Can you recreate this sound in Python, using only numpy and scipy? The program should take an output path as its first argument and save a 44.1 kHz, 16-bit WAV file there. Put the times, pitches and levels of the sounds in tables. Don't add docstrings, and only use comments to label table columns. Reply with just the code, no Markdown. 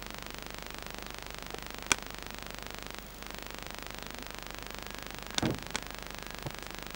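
import sys
import numpy as np
from scipy import signal
from scipy.fft import rfft, irfft, next_fast_len
from scipy.io import wavfile
from scipy.ndimage import map_coordinates

SR = 44100
rng = np.random.default_rng(int(sys.argv[2]) if len(sys.argv) > 2 else 0)


def store_pcm(level_fs):
    pcm = np.round(np.clip(level_fs, -1, 1) * 32767).astype(np.int16)
    wavfile.write(sys.argv[1], SR, np.atleast_2d(pcm).T)


N = 306495
T = np.arange(N) / SR
FRAME_S, FIRST_FRAME_S = .0400057, .02527


def amp(db):
    return 10 ** (np.asarray(db) / 20)


def unit(x):
    return x / np.sqrt(np.mean(x ** 2) + 1e-20)


def gains(points, hz):
    f, db = np.transpose(points)
    return amp(np.interp(np.log(hz + 1), np.log(f + 1), db))


def filtered(x, response):
    size = next_fast_len(N + SR // 2)
    return irfft(rfft(x, size) * response(np.fft.rfftfreq(size, 1 / SR)), size)[:N]


def noise(points):
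    return filtered(rng.standard_normal(N), lambda hz: gains(points, hz))


def wobble(rate):
    return map_coordinates(rng.standard_normal(int(N * rate / SR) + 4), [T * rate])


def lowpass(x, edge_hz, order=3):
    return signal.sosfilt(signal.butter(order, min(edge_hz, SR / 2 - 1), fs=SR, output="sos"), x)


def add(track, s, sound):
    span = track[round(s * SR):][:len(sound)]
    span += sound[:len(span)]


def ticks(times, points, scatter_db, size=2048):
    cepstrum = irfft(np.log(gains(points, np.fft.rfftfreq(size, 1 / SR))))
    cepstrum[1:size // 2] *= 2
    cepstrum[size // 2 + 1:] = 0
    pulse = irfft(np.exp(rfft(cepstrum)))
    strengths = amp(scatter_db * rng.standard_normal(len(times)))
    train = np.bincount((times * SR).astype(int) - 1, strengths, N)
    return signal.fftconvolve(train, pulse)[:N]


def ring(modes, t, scatter_db):
    return sum(amp(db + scatter_db * rng.standard_normal()) * (-1) ** k
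               * np.exp(-np.log(1000) * t / t60) * np.sin(2 * np.pi * hz * t)
               for k, (hz, db, t60) in enumerate(modes))


def wide_hiss():
    # (f/Hz, level/dB)
    spectrum = [(30, -57), (200, -55), (600, -54), (2000, -60.5), (4000, -61), (7000, -72), (10000, -87.5),
                (15500, -89)]
    return np.array([noise(spectrum), noise(spectrum)])


def tape_hiss():
    # (f/Hz, level/dB)
    spectrum = [(20, -41), (70, -38.5), (200, -34), (500, -39), (1000, -41.5), (2000, -45.5), (4000, -51),
                (7000, -56), (10000, -63), (13000, -62.5), (15500, -66)]
    return noise(spectrum)


def hum():
    # (harmonic number, peak level/dB)
    harmonics = [(1, -58), (2, -49), (3, -61), (4, -77), (6, -65.5), (8, -59.5)]
    phase = 2 * np.pi * ((T - FIRST_FRAME_S) / FRAME_S - .5)
    return -sum(amp(db) * np.sin(round(k) * phase) for k, db in harmonics)


def line_whistle(line_hz=15625, db=-56.0, flutter_hz=11):
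    pitch = line_hz + flutter_hz * (wobble(12) + .8 * wobble(60))
    strength = 1 + .13 * wobble(25) + .12 * wobble(250)
    return amp(db) * unit(strength * np.sin(2 * np.pi * np.cumsum(pitch) / SR))


def motor_whine(pitch_hz=1652, waver_hz=6, db=-62.8, uneven_db=.7):
    full_s, rise_db_per_s = 4.8, 9
    crest_s, period_s, throb_db = 4.95, .45, 3.5
    rise = rise_db_per_s * np.minimum(T - full_s, 0)
    throb = throb_db * np.cos(2 * np.pi * (T - crest_s) / period_s)
    level = db + rise + throb + uneven_db * wobble(7.7)
    pitch = pitch_hz + waver_hz * wobble(40)
    return amp(level) * unit(np.sin(2 * np.pi * np.cumsum(pitch) / SR))


def squeaks(rough_hz=130):
    # (t/s, level/dB, duration/s, start f/Hz, end f/Hz)
    glides = [(1.047, -55, 0.078, 4900, 2620), (4.019, -53, .045, 4500, 3180)]
    track = np.zeros(N)
    for s, db, length, start_hz, end_hz in glides:
        glide = np.geomspace(start_hz, end_hz, int(length * SR))
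        pitch = glide + rough_hz * wobble(920)[:len(glide)]
        swell = signal.windows.tukey(len(pitch), .5)
        add(track, s, amp(db) * swell * np.sin(2 * np.pi * np.cumsum(pitch) / SR))
    return track


def rubbing(low_hz, edge_hz, order=3):
    # (f/Hz, level/dB)
    spectrum = [(30, -12), (80, 4), (200, 2), (600, -6), (1500, -6.5), (5000, -12)]
    friction = lowpass(noise(spectrum), edge_hz, order=3)
    return unit(filtered(friction, lambda hz: hz ** order / np.hypot(hz ** order, low_hz ** order)))


def brushes(spread=1.32):
    # (crest t/s, level/dB, standard deviation of the swell/s, centre f/Hz)
    strokes = [(0.99, -47.5, 0.0084, 520), (1.545, -39.5, 0.0057, 540), (1.842, -45, 0.0044, 1400),
               (4.197, -50, .022, 238), (5.334, -41, .003, 1200), (5.3795, -29.5, .0016, 990),
               (5.438, -38, .011, 1000), (5.751, -36, .004, 700), (6.466, -34, 0.0052, 540),
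               (6.643, -53, .012, 5600)]
    track = np.zeros(N)
    for s, db, width, centre_hz in strokes:
        swell = np.exp(-.5 * ((T - s) / width) ** 2)
        track += amp(db) * swell * rubbing(centre_hz / spread, centre_hz * spread, order=4)
    return track


def grip(start_s=5.406, attack_s=.022, hold_s=.085, release_s=.055):
    # (rms level/dB at full pressure, lower f/Hz, upper f/Hz, pressure exponent)
    bands = [(-36, 85, 230, .8), (-35, 200, 660, 2.5)]
    age = T - start_s
    release = np.exp(-np.maximum(age - attack_s - hold_s, 0) / release_s)
    pressure = np.clip(age / attack_s, 0, 1) * release
    return sum(amp(db) * pressure ** power * rubbing(low_hz, edge_hz)
               for db, low_hz, edge_hz, power in bands)


def thumps():
    # (f/Hz, level/dB, T60/s)
    body_modes = [(89, -14, .08), (140, 1.5, 0.07), (229, -5, 0.069), (322, -4, 0.043), (537, -1.5, 0.032),
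                  (776, 3, 0.023)]
    # (t/s, level/dB, cutoff f/Hz)
    knocks = [(5.4244, -25, 900), (5.4430, -32, 1200), (5.4517, -22, 600), (5.4950, -33, 600),
              (6.4510, -37, 300), (6.4650, -29.5, 175)]
    track, t = np.zeros(N), T[:SR // 4]
    for s, db, edge_hz in knocks:
        add(track, s, amp(db) * lowpass(ring(body_modes, t, scatter_db=4), edge_hz))
    return track


def clicks(snap_db=-3.2, snap_s=.002, tail_db=-25.0, tail_s=.02, part_t60=.007, low_tail_hz=2200):
    # (f/Hz, level/dB, T60/s)
    case_modes = [(139, -15, 0.023), (260, -14, 0.045), (399, -17.5, 0.066), (566, -17, 0.046),
                  (965, -14, 0.039), (1504, -7.5, 0.04), (1626, -14, 0.034), (2110, -5.5, 0.017),
                  (2380, -3.5, 0.023), (3320, -2, 0.018), (4250, -5, 0.011), (5590, -3.5, 0.012),
                  (5990, -3.5, 0.0081), (7100, -6.5, 0.014), (8170, -7.5, 0.011), (9130, -7, 0.0068)]
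    # (f/Hz, level/dB)
    snap_spectrum = [(100, 5), (1500, 4.5), (4000, 3.5), (7000, 3), (9500, -2.5), (11000, -13),
                     (15500, -22)]
    # (t/s, level/dB, cutoff f/Hz, relative case level/dB, part f/Hz, relative part level/dB)
    impacts = [(1.9165, -12, 15500, 0, 5840, -12), (5.3824, -17, 9700, -7, 3690, 3),
               (5.4548, -19, 4400, -7, 1640, -12), (5.756, -19, 8500, -6.5, 6600, -3.5)]
    bounce_s, bounce_db, bounce_edge_ratio = .0031, -13, .4
    track, t = np.zeros(N), T[:SR // 6]
    snap_decay = np.exp(-t / snap_s)
    envelope = amp(snap_db) * snap_decay + amp(tail_db) * np.exp(-t / tail_s)
    low_envelope = amp(tail_db + 5.5) * np.exp(-t / (1.5 * tail_s))
    for s, db, edge_hz, case_db, part_hz, part_db in impacts:
        snap = noise(snap_spectrum)[:len(t)] * envelope
        low_tail = lowpass(rng.standard_normal(len(t)), low_tail_hz) * low_envelope
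        case = amp(case_db) * ring(case_modes, t, scatter_db=.5)
        part = ring([(part_hz, part_db, part_t60)], t, scatter_db=4)
        add(track, s, amp(db) * lowpass(snap + case + part + low_tail, edge_hz))
        bounce = noise(snap_spectrum)[:len(t)] * snap_decay
        add(track, s + bounce_s, amp(db + bounce_db) * lowpass(bounce, bounce_edge_ratio * edge_hz))
    return track


def buzz(thin_from_s=3.0, thin_to_s=3.2):
    # (f/Hz, level/dB)
    frame_tick = [(30, -10), (300, -4.5), (1200, -5), (2500, -7), (5000, -11.5), (7500, -17.5),
                  (10000, -22), (12500, -28), (15500, -54)]
    thin_tick = [(100, -30), (1500, -29), (4500, -21), (10000, -23), (15500, -30)]
    field_tick = [(100, -42), (2000, -25), (5500, -25.5), (8000, -32), (11000, -46), (15000, -38)]
    frames = np.arange(FIRST_FRAME_S, N / SR, FRAME_S)
    is_thin = (frames > thin_from_s) & (frames < thin_to_s)
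    strong = ticks(frames[~is_thin], frame_tick, scatter_db=.27)
    thin = ticks(frames[is_thin], thin_tick, scatter_db=.5)
    return strong + thin + ticks(frames + FRAME_S / 2, field_tick, scatter_db=1.5)


def scene():
    # (f/Hz, level/dB added on the right and subtracted on the left)
    imbalance = [(100, .99), (400, 1.05), (1500, .88), (8000, .21), (15000, .81)]
    machine = buzz() + hum() + tape_hiss() + line_whistle() + motor_whine()
    mono = machine + clicks() + thumps() + brushes() + grip() + squeaks()
    left = filtered(mono, lambda hz: 1 / gains(imbalance, hz))
    right = filtered(mono, lambda hz: gains(imbalance, hz))
    return np.array([left, right]) + wide_hiss()


def record(dry):
    ceiling, band_limit_hz = .62, 16100
    rounded = dry / np.sqrt(np.hypot(1, (dry / ceiling) ** 2))
    return np.array([filtered(channel, lambda hz: hz < band_limit_hz) for channel in rounded])


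dry = scene()
out = record(dry)
store_pcm(out)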